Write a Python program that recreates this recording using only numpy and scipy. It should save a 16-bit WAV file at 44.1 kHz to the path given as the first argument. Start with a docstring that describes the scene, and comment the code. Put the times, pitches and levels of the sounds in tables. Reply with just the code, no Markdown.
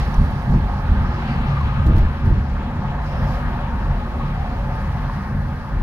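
"""Boomy jolts and solid suspension knocks inside a car rolling slowly in dense highway traffic, over tyre
roar, the hiss of oncoming traffic and the ticks and knocks of loose trim; heard by a phone with two ports.
Boom, roar and hiss are cabin-coloured noise bands with level curves; bumps swell the boom.
Suspension knocks ring damped body modes; trim ticks are noise bursts, trim knocks damped sines;
narrow swells of resonant noise, short humming or hissing bands, rise and fade within the road noise."""
import sys
import numpy as np
from scipy import signal
from scipy.fft import rfft, irfft, next_fast_len
from scipy.io import wavfile
from scipy.ndimage import uniform_filter1d, minimum_filter1d, map_coordinates

SR = 44100
rng = np.random.default_rng(int(sys.argv[2]) if len(sys.argv) > 2 else 0)


def digitize_waveform(pressure):
    """Quantize a signal to 16-bit integers and store it at the path in sys.argv[1].

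    Rows of a 2-D input are taken as channels; values are limited to [-1, 1].
    """
    field = np.atleast_2d(pressure).T
    bounded = np.clip(field, -1, 1)
    quanta = np.round(bounded * 32767).astype(np.int16)
    wavfile.write(sys.argv[1], SR, quanta)


N = 256662
SIZE = next_fast_len(N + 4096)   # padded transform length
HZ = np.maximum(np.arange(SIZE // 2 + 1) * SR / SIZE, 1)

# Bumps and joints under the wheels. Each row: time of the jolt's top in seconds, hold in seconds,
# deep boom in dB, upper boom in dB, panel drumming in dB.
BUMPS = [(.0, 0.0028, -14.5, -39, -45), (0.192, 0.04, -15.5, -19.5, -36), (0.518, 0.046, -24, -12.5, -31.5),
         (0.631, 0.021, -17, -42, -49), (0.906, 0.032, -15.5, -23, -39.5), (1.0, 0.035, -20.5, -40, -51),
         (1.396, 0.0074, -20.5, -30, -44), (1.637, 0.037, -19, -26, -44), (1.79, 0.0061, -15, -21, -52),
         (1.867, 0.034, -16.5, -17, -35), (1.942, 0.034, -12.5, -25, -29.5),
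         (2.032, 0.024, -17.5, -29, -34), (2.257, 0.056, -13, -21, -33), (2.383, 0.0092, -17.5, -24, -42),
         (2.525, 0.009, -19, -43, -48), (2.884, 0.0063, -28, -39, -44), (3.23, 0.062, -34, -25, -46),
         (3.44, 0.022, -19, -33, -41), (3.74, 0.015, -23, -27.5, -47), (3.884, 0.018, -22, -23.5, -53),
         (4.592, .01, -23, -36, -45), (5.323, 0.025, -25, -24, -53), (5.758, 0.015, -21, -26, -44)]
# Road coarseness between bumps. Each row: time in seconds, deep boom, upper boom, panel drumming in dB.
ROAD_COARSENESS = [(0, -24, -24, -37.5), (.8, -24.5, -24.5, -38.5), (1.3, -25.5, -23.5, -36.5),
                   (1.8, -23.5, -27.5, -41), (2.7, -26, -27, -38.5), (3.3, -26, -27.5, -40.5),
                   (4.3, -24.5, -28, -39.5), (5.0, -23.5, -26.5, -41.5), (5.26, -26.5, -27.5, -41),
                   (5.45, -22.5, -26, -41.5), (5.7, -30.5, -31, -44), (5.82, -37, -28, -39)]
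# Suspension knocks. Each row: time in seconds, strength in dB, contact time in seconds.
THUDS = [(.178, -6.5, 0.0062), (0.21, -20, 0.0021), (0.241, -31.5, 0.0018), (0.493, -16, 0.0044),
         (0.539, -16, 0.00092), (0.563, -18.5, 0.001), (.886, -19, 0.004), (0.911, -12, 0.0049),
         (0.957, -21, .002), (1.865, -8, 0.0012), (1.897, -11, 0.0011), (1.936, -16, 0.0017),
         (1.972, -12.5, 0.0016), (2.017, -4, 0.011), (2.265, -19.5, 0.0014), (2.314, -14, 0.001),
         (2.884, -28, 0.0036), (3.879, -29.5, 0.0055), (3.904, -19, 0.004)]
# Body modes when struck. Each row: frequency in Hz, mean level in dB, t60 in seconds.
BODY_MODES = [(49, 3, 0.17), (73, 1.5, 0.18), (101, -12, 0.13), (140, 1, 0.19), (182, -11.5, 0.075),
              (303, -10.5, 0.15), (336, -29, .06), (480, -13, 0.066), (640, -17.5, .05)]
# Tyres and traffic. Each row: time in seconds, tyre roar, tread song, wash of passing traffic, hiss,
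# top treble in dB.
TRAFFIC = [(0, -36.5, -35, -41.5, -50, -61), (.12, -35.5, -36, -48, -56, -62),
           (.45, -35.5, -38, -49.5, -58.5, -64.5), (.75, -36.5, -37, -50, -59, -66.5),
           (1.0, -35.5, -34.5, -48.5, -58.5, -66), (1.13, -34, -35.5, -46.5, -58.5, -68),
           (1.3, -37.5, -35.5, -43.5, -58.5, -65.5), (1.42, -34.5, -36.5, -44, -57, -65.5),
           (1.6, -38, -35.5, -44.5, -58.5, -67), (1.83, -40.5, -36, -45.5, -60, -67),
           (2.0, -39, -36.5, -46.5, -58.5, -67), (2.4, -41.5, -38, -51, -61, -70),
           (2.6, -37, -39.5, -50, -61, -70), (3.0, -35, -36.5, -50, -61, -69),
           (3.07, -38.5, -38.5, -48.5, -57, -65), (3.18, -35.5, -35, -48.5, -59.5, -66),
           (3.31, -34.5, -34.5, -47.5, -54.5, -63), (3.43, -37.5, -35, -47.5, -59.5, -64.5),
           (3.63, -33.5, -38.5, -48, -60, -67), (3.81, -38.5, -36.5, -50, -59, -67),
           (4.15, -36.5, -38.5, -50, -60.5, -67.5), (4.33, -38, -39, -47.5, -60.5, -67),
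           (4.64, -35, -38.5, -51, -60, -65.5), (5.15, -40, -35.5, -51, -59, -65),
           (5.35, -40.5, -38, -54, -62, -66.5), (5.82, -41.5, -40, -53, -62, -69)]
# The phone is turned in the hand. Each row: time in seconds, left minus right of tread, wash and hiss in dB,
# added left lag in ms.
PHONE_TURN = [(0, -3, -2, 2, 0.017), (.5, -4.5, -2, -1, 0.035), (.85, -3.5, -3, -1.5, -0.0022),
              (1.2, 0, 0.5, -1, 0.037), (1.5, 1.5, 2, 0.5, 0.057), (1.85, -0.5, 2, 2, 0.027),
              (2.2, 1.5, 2.5, 1, 0.0059), (2.6, 0, .3, 0, -.01), (3.15, -.4, -0.5, -0.5, 0.012),
              (3.6, 1.5, 1, 1.2, -0.0075), (4.5, 0, -0.5, -.8, 0.019), (5.1, .6, 0.5, 0, -0.027),
              (5.82, 0, 0, -0.5, -0.0088)]
# Noise colours before the cabin lift. Each row: frequency in Hz, relative level in dB per Hz.
DEEP_COLOUR = [(11, -41), (22, -7), (32, -0.5), (44, 0.5), (70, 1.5), (100, -6.5), (130, -14), (170, -26.5),
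               (290, -120)]
UPPER_COLOUR = [(59, -3.5), (100, -6), (140, -4), (167, -8.5), (233, -11.5), (280, -20.5), (360, -62),
                (620, -120)]
PANEL_COLOUR = [(150, -10.5), (260, -6.5), (312, -9.5), (350, -5), (465, -12), (600, -50), (1020, -120)]
ROAR_COLOUR = [(370, -62), (630, -11.5), (719, -5), (780, -6), (1030, -12.5), (1340, -15.5), (2270, -120)]
DRONE_COLOUR = [(270, -31), (460, -1.5), (554, 11), (635, -2.5), (830, -33), (1400, -120)]
TREAD_COLOUR = [(590, -25), (1000, -4), (1250, -5.5), (1390, -4.5), (1790, -7), (2100, -15.5), (2730, -31),
                (4620, -120)]
WASH_COLOUR = [(1180, -49), (2000, 2), (2290, 0.5), (4200, -10), (5460, -51), (9240, -120)]
HISS_COLOUR = [(2410, -26), (4100, -2), (4490, -2), (5390, -4), (7120, -15.5), (7800, -23.5), (10100, -58),
               (17200, -120)]
AIR_COLOUR = [(6500, -44), (7600, -27), (8300, -7), (9270, 0.5), (10900, -3.5), (12600, 0), (15000, -2.5),
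              (16500, -9), (18000, -20)]
# Cabin and panel resonances. Each row: frequency in Hz, width in Hz, lift in dB.
CABIN_RESONANCES = [(42, 9, 4.5), (113.6, 20, -0.5), (140.6, 17, 7.5), (159, 12, -2.5), (194.7, 30.6, 6.5),
                    (236, 8.4, 6.5), (285, 61, 2.5), (344, 28, -0.5), (544, 38, -4), (715, 23, 4),
                    (877, 146, 8.5), (1100, 74, 4), (1239, 47, 7.5), (1633, 190, 3.5), (1850, 77, 2.5),
                    (2680, 100, 2.5), (3200, 220, 2), (4540, 91, 2.5), (4830, 150, 1.5), (5230, 150, 1)]
# Narrow swells of resonant noise. Each row: start in seconds, length in seconds,
# frequency in Hz, width of each of two resonances in Hz, level in dB, left minus right in dB.
SWELLS = [(.00, 0.22, 813, 89, -42, 6), (.00, 0.32, 4400, 1400, -59, -7), (0.165, 0.15, 5600, 150, -68, -6),
          (0.363, 0.34, 137, 10.3, -25.5, 0), (0.442, 0.17, 286, 37, -37, -2.5),
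          (.45, 1, 851, 50, -44.5, 0), (0.879, 0.27, 45, 12, -21.5, 0), (0.921, 0.56, 228.4, 7.9, -35, 0),
          (1.045, 0.23, 349, 15, -42, -1), (1.116, 0.61, 4500, 670, -63, -11),
          (1.153, 0.22, 718, 27, -41, -1), (1.238, 0.15, 4550, 800, -56, -9),
          (1.215, .20, 2810, 800, -50.5, 1), (1.37, 0.65, 140, 16, -28, 0.5),
          (1.38, 0.29, 1200, 61, -40.5, 12.5), (1.55, 0.53, 857, 60, -40, 0),
          (1.623, 0.36, 1238, 48, -43, 16), (1.817, 0.21, 640, 140, -39, -2),
          (1.846, .15, 515, 210, -38, 0), (2.60, 0.25, 238, 9, -33, 0), (2.598, 0.58, 883, 40, -42.5, 2),
          (2.95, 0.51, 51.8, 10.4, -22.5, 0.5), (3.00, 0.32, 142.5, 13, -32, -1),
          (3.001, 0.46, 558, 130, -39.5, 2), (3.019, .38, 5150, 840, -61, -12),
          (3.098, 0.43, 726, 38, -40.5, 2), (3.102, 0.38, 84.5, 12, -30, 0),
          (3.049, 0.6, 237.5, 7.6, -35.5, -0.5), (3.453, .16, 362, 13, -42, -2),
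          (3.14, .26, 12500, 1800, -69, -9), (3.548, 0.47, 910, 82, -39.5, 5),
          (3.682, 0.42, 42.5, 9, -26.5, -.5), (4.101, 0.33, 1240, 47, -42.5, 2),
          (4.20, 0.22, 140.6, 7.9, -29, -1), (4.304, 0.34, 731, 12, -39.5, -1),
          (4.33, 0.17, 802, 25, -38.5, 6), (4.399, 0.57, 556, 120, -43, 2), (4.499, 0.64, 885, 35, -43, 4),
          (4.555, 0.22, 139, 15, -28.5, 0), (5.05, 0.2, 141, 9.2, -28.5, 0.5),
          (4.75, 0.28, 199, 14, -33, 1), (5.255, 0.28, 139.2, 11, -26, 1),
          (5.279, 0.19, 87.6, 14, -26.5, 0), (5.658, 0.34, 42, 10, -21, 1)]
# Trim ticks. Each row: time in seconds, drive level in dB, loudest pitch in Hz, rattle decay in seconds,
# duller slap over the drive level in dB.
TICKS = [(0.025, -50, 5000, .012, 3), (.138, -46, 6500, 0.0087, 10), (.3067, -46, 11500, .004, -15),
         (0.512, -42, 12500, .0015, -11), (.5844, -53, 11000, .004, -15), (1.863, -38, 13000, 0.0083, 12.5),
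         (1.878, -52, 12000, .012, -10), (1.96, -49, 10000, 0.014, 15), (1.981, -38.5, 13000, 0.0025, 14),
         (1.987, -45, 13000, .006, 11), (2.0494, -56, 9000, .006, -15), (2.249, -51, 11000, .015, 13),
         (2.262, -55, 12000, .015, 12), (2.2985, -45, 12500, 0.002, 2)]
# Short rings of panels and trim. Each row: time in seconds, drive level in dB, pitch in Hz, decay in seconds.
KNOCKS = [(.060, -46, 4460, .004), (.073, -40.5, 5150, 0.005), (.079, -48, 5300, .004),
          (.141, -32, 5780, 0.003), (.736, -16.5, 863, 0.0053), (1.566, -17, 1195, 0.0062),
          (1.61, -12, 1090, 0.004), (2.257, -47, 5370, 0.003), (3.672, -16.5, 945, 0.0039),
          (4.205, -20, 1115, 0.0069), (5.096, -11, 1030, 0.0023)]
# Likeness of the two ports. Each row: frequency in Hz, shared share of power (0 to 1).
PORT_LIKENESS = [(40, 0.98), (130, 1), (250, 1), (500, 0.92), (1000, 0.84), (2000, 0.66), (4000, 0.23),
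                 (8000, 0.27), (15000, .12)]
# Port balance. Each row: frequency in Hz, left minus right in dB.
PORT_BALANCE = [(60, 0), (300, -0.5), (500, 1), (770, 2.5), (1170, 1), (1790, 0), (2740, 2), (4190, -5.5),
                (5500, -5.5), (6800, -11), (8000, -19.5), (9500, -14.5), (12000, -9), (15000, -6)]

# deep, upper, panels
JOLT_RISE_DB_PER_S, JOLT_FALL_DB_PER_S = [314, 295, 326], [161, 220, 263]
DRONE_MEAN_DB, DRONE_ROAR_SHARE = -42.5, 0.47   # share of the roar's swing in dB
SWELL_POWER = 0.76   # small is blunt, large is pointed
SLAP_HZ, SLAP_Q = 3570, 1.7
TICK_RISE_SHARE = 0.25   # of the rattle decay
KNOCK_RISE_S = 0.0033
PORT_DIP_HZ, PORT_DIP_Q = 7800, 4.0
LEFT_LAG_S = 0.00011
MIC_LOW_HZ, CUTOFF_HZ = 10.6, 15740
CEILING = .72


def amp(db):
    """dB to gain."""
    return 10 ** (np.asarray(db) / 20)


def rms_one(x):
    """Scale to rms 1."""
    return x / np.sqrt(np.mean(x ** 2) + 1e-20)


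def mid_rms_one(x):
    """Scale a stereo layer until its left-right mean has rms 1."""
    return x / np.sqrt(np.mean(x.mean(axis=0) ** 2))


def in_time(rows):
    """Columns of a curve table, one value a sample."""
    time_s, *columns = np.transpose(rows)
    return [np.interp(np.arange(N) / SR, time_s, column) for column in columns]


def at_hz(points):
    """A (Hz, value) table on the frequency grid, straight in log frequency."""
    hz, value = np.transpose(points)
    return np.interp(np.log(HZ), np.log(hz), value)


def drift(rate_hz):
    """Slow random wander of rms 1: noise through a double-pole lowpass, made every 40 samples."""
    pole = np.exp(-2 * np.pi * rate_hz * 40 / SR)
    noise = rng.standard_normal(N // 40 + 2002)
    slow = signal.lfilter([1], [1, -2 * pole, pole * pole], noise)[2000:]
    return np.interp(np.arange(N) / 40, np.arange(len(slow)), rms_one(slow))


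def at_ports(shared, own):
    """Port spectra: a shared part late at the left, plus a part of its own in each port."""
    alike = np.clip(at_hz(PORT_LIKENESS), 0, 1)
    late = np.array([np.exp(-2j * np.pi * HZ * LEFT_LAG_S), np.ones(len(HZ))])
    balance = amp(np.outer([.5, -.5], at_hz(PORT_BALANCE)))
    return balance * (np.sqrt(alike) * late * shared + np.sqrt(1 - alike) * own)


def cabin_noise(colour, patchy_db, flicker_hz, count):
    """Stereo noise coloured by the cabin, in overlapping bands that each waver in level; mid rms 1."""
    lift_db = sum(db / (1 + (2 * (HZ - hz) / width) ** 2) for hz, width, db in CABIN_RESONANCES)
    white = rfft(rng.standard_normal((3, SIZE)))
    low_hz, high_hz = colour[0][0], colour[-1][0]
    inside = (HZ > low_hz) & (HZ < high_hz)
    coloured = at_ports(white[0], white[1:]) * amp(at_hz(colour) + lift_db) * inside
    place = np.interp(np.log(HZ), np.log([low_hz, high_hz]), [0, count - 1])
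    out = np.zeros((2, N))
    for k in range(count):
        band = coloured * np.maximum(1 - abs(place - k), 0)
        out += amp(patchy_db * drift(flicker_hz)) * irfft(band, SIZE)[:, :N]
    return mid_rms_one(out)


def steadied(x, span_s, share):
    """Takes part of the random swelling out of narrow noise by dividing by its short-term power."""
    power = uniform_filter1d(x.mean(axis=0) ** 2, round(span_s * SR))
    return mid_rms_one(x / (power + 0.04) ** (share / 2))


def turned(x, pan_db, lag_ms):
    """Tilts a stereo layer and shifts its left side in time."""
    left = map_coordinates(x[0], [np.arange(N) - lag_ms * SR / 1000], order=3, mode="nearest")
    return np.array([left * amp(pan_db / 2), x[1] * amp(-pan_db / 2)])


def jolts():
    """Gains of deep boom, upper boom and panels: steady road shaking plus every bump, added in power."""
    t, power = np.arange(N) / SR, amp(in_time(ROAD_COARSENESS)) ** 2
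    for s, hold_s, *top_db in BUMPS:
        near = slice(max(round((s - .15) * SR), 0), round((s + .5) * SR))
        since_s = t[near] - s
        rise_loss_db = np.outer(JOLT_RISE_DB_PER_S, np.maximum(-since_s, 0))
        fall_loss_db = np.outer(JOLT_FALL_DB_PER_S, np.maximum(since_s - hold_s, 0))
        power[:, near] += amp(np.c_[top_db] - rise_loss_db - fall_loss_db) ** 2
    return np.sqrt(power)


def body_boom():
    """Shaken body: two bands of cabin boom and panel drumming, driven by the jolts."""
    deep_gain, upper_gain, panel_gain = jolts()
    deep = cabin_noise(DEEP_COLOUR, patchy_db=2.0, flicker_hz=4.3, count=3)
    deep = steadied(deep, span_s=0.0345, share=0.84)
    upper = cabin_noise(UPPER_COLOUR, patchy_db=2.0, flicker_hz=5.5, count=6)
    upper = steadied(upper, span_s=0.078, share=0.098)
    panels = cabin_noise(PANEL_COLOUR, patchy_db=0.9, flicker_hz=7.9, count=3)
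    return deep_gain * deep + upper_gain * upper + panel_gain * panels


def thuds():
    """Suspension knocks: a soft push strikes every body mode with a random strength of its own."""
    length = 13230
    out, t = np.zeros(SIZE + length), np.arange(length) / SR
    spreads = rng.standard_normal((len(THUDS), len(BODY_MODES)))
    for (s, db, contact_s), spread in zip(THUDS, spreads):
        ring = np.zeros(length)
        for (hz, mode_db, t60_s), z in zip(BODY_MODES, spread):
            ring += amp(mode_db + 2 * z - 60 * t / t60_s) * np.sin(2 * np.pi * hz * t)
        push = np.hanning(round(2 * contact_s * SR))
        at = round(s * SR)
        out[at:at + length] += amp(db) * signal.fftconvolve(ring, push / push.sum())[:length]
    spectrum = rfft(out[:SIZE])
    return irfft(at_ports(spectrum, spectrum), SIZE)[:, :N]


def tyres(roar_db, tread_db, tread_pan_db, lag_ms):
    """Tyre noise through the panels: roar, a drone that partly follows it, and tread song."""
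    drone_db = DRONE_MEAN_DB + DRONE_ROAR_SHARE * (roar_db - roar_db.mean())
    roar = cabin_noise(ROAR_COLOUR, patchy_db=2.0, flicker_hz=11.3, count=6)
    drone = cabin_noise(DRONE_COLOUR, patchy_db=0.0, flicker_hz=3.3, count=2)
    tread = cabin_noise(TREAD_COLOUR, patchy_db=1.26, flicker_hz=15.0, count=6)
    return amp(roar_db) * roar + amp(drone_db) * drone + amp(tread_db) * turned(tread, tread_pan_db, lag_ms)


def outside_traffic(wash_db, hiss_db, air_db, wash_pan_db, hiss_pan_db, lag_ms):
    """Traffic past the windows: wash and hiss that shift with the phone, and top treble that does not."""
    wash = cabin_noise(WASH_COLOUR, patchy_db=1.3, flicker_hz=12.0, count=7)
    hiss = cabin_noise(HISS_COLOUR, patchy_db=1.5, flicker_hz=9.6, count=6)
    air = cabin_noise(AIR_COLOUR, patchy_db=0.8, flicker_hz=16.0, count=3)
    moving = amp(wash_db) * turned(wash, wash_pan_db, lag_ms) + amp(hiss_db) * turned(hiss, hiss_pan_db, lag_ms)
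    return moving + amp(air_db) * air


def swells():
    """Short humming or hissing bands: noise through a resonance twice, rising and falling smoothly."""
    out, run_in = np.zeros((2, N + SR)), SR // 5
    noises = rng.standard_normal((len(SWELLS), 3, SR + run_in))
    for (s, length_s, hz, width_hz, db, pan_db), noise in zip(SWELLS, noises):
        size, at = int(length_s * SR), round(s * SR)
        b, a = signal.iirpeak(hz, hz / width_hz, fs=SR)
        own_gain = np.sqrt(1 - np.interp(hz, *np.transpose(PORT_LIKENESS)))
        stereo = (noise[0] + own_gain * noise[1:])[:, :run_in + size]
        tone = signal.lfilter(b, a, signal.lfilter(b, a, stereo))[:, run_in:]
        tone = steadied(rms_one(tone), span_s=1 / width_hz, share=0.85)
        arch = np.sin(np.pi * np.arange(size) / size) ** SWELL_POWER
        out[:, at:at + size] += amp(db + np.array([[pan_db], [-pan_db]]) / 2) * arch * tone
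    return out[:, :N]


def ticks():
    """Trim ticks: fast-dying bright noise, peaked at its own pitch, plus a duller slap."""
    length = 4410
    out, t = np.zeros((3, SIZE)), np.arange(length) / SR   # shared, left, right
    noises = rng.standard_normal((len(TICKS), 3, length))
    bright = signal.butter(2, 3000, "high", fs=SR, output="sos")
    slap_peak = signal.iirpeak(SLAP_HZ, SLAP_Q, fs=SR)
    for (s, db, hz, decay_s, slap_db), noise in zip(TICKS, noises):
        pitched = signal.lfilter(*signal.iirpeak(hz, 3.0, fs=SR), noise)
        slap = signal.lfilter(*slap_peak, noise)
        burst = signal.sosfilt(bright, 0.2 * noise + pitched) + amp(slap_db) * slap
        envelope = (1 - np.exp(-t / (TICK_RISE_SHARE * decay_s))) * np.exp(-t / decay_s)
        at = round(s * SR)
        out[:, at:at + length] += amp(db) * burst * envelope
    spectra = rfft(signal.lfilter(*signal.iirnotch(PORT_DIP_HZ, PORT_DIP_Q, fs=SR), out))
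    return irfft(at_ports(spectra[0], spectra[1:]), SIZE)[:, :N]


def knocks():
    """Dull knocks and thin squeaks of panels and trim: short damped sines with a soft start."""
    length = 4410
    out, t = np.zeros(SIZE), np.arange(length) / SR
    for s, db, hz, decay_s in KNOCKS:
        envelope = (1 - np.exp(-t / KNOCK_RISE_S)) * np.exp(-t / decay_s)
        at = round(s * SR)
        out[at:at + length] += amp(db) * np.sin(2 * np.pi * hz * t) * envelope
    spectrum = rfft(out)
    return irfft(at_ports(spectrum, spectrum), SIZE)[:, :N]


def scene():
    """Boom and knocks of the body, tyres, traffic outside, swells and trim, summed."""
    roar_db, tread_db, wash_db, hiss_db, air_db = in_time(TRAFFIC)
    tread_pan_db, wash_pan_db, hiss_pan_db, lag_ms = in_time(PHONE_TURN)
    body = body_boom() + thuds()
    rolling = tyres(roar_db, tread_db, tread_pan_db, lag_ms)
    outside = outside_traffic(wash_db, hiss_db, air_db, wash_pan_db, hiss_pan_db, lag_ms)
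    return body + rolling + outside + swells() + ticks() + knocks()


def record(dry):
    """Phone: deepest bass lost, a limiter easing gain down around the tallest peaks, top cut steeply."""
    dry = signal.lfilter(*signal.butter(1, MIC_LOW_HZ, "high", fs=SR), dry)
    allowed = np.minimum(CEILING / (abs(dry).max(axis=0) + 1e-9), 1)
    gain = uniform_filter1d(minimum_filter1d(allowed, size=883), size=881)   # 20 ms windows
    top_cut = signal.ellip(12, .3, 80, CUTOFF_HZ, fs=SR, output="sos")
    return signal.sosfilt(top_cut, gain * dry)


dry = scene()
out = record(dry)
digitize_waveform(out)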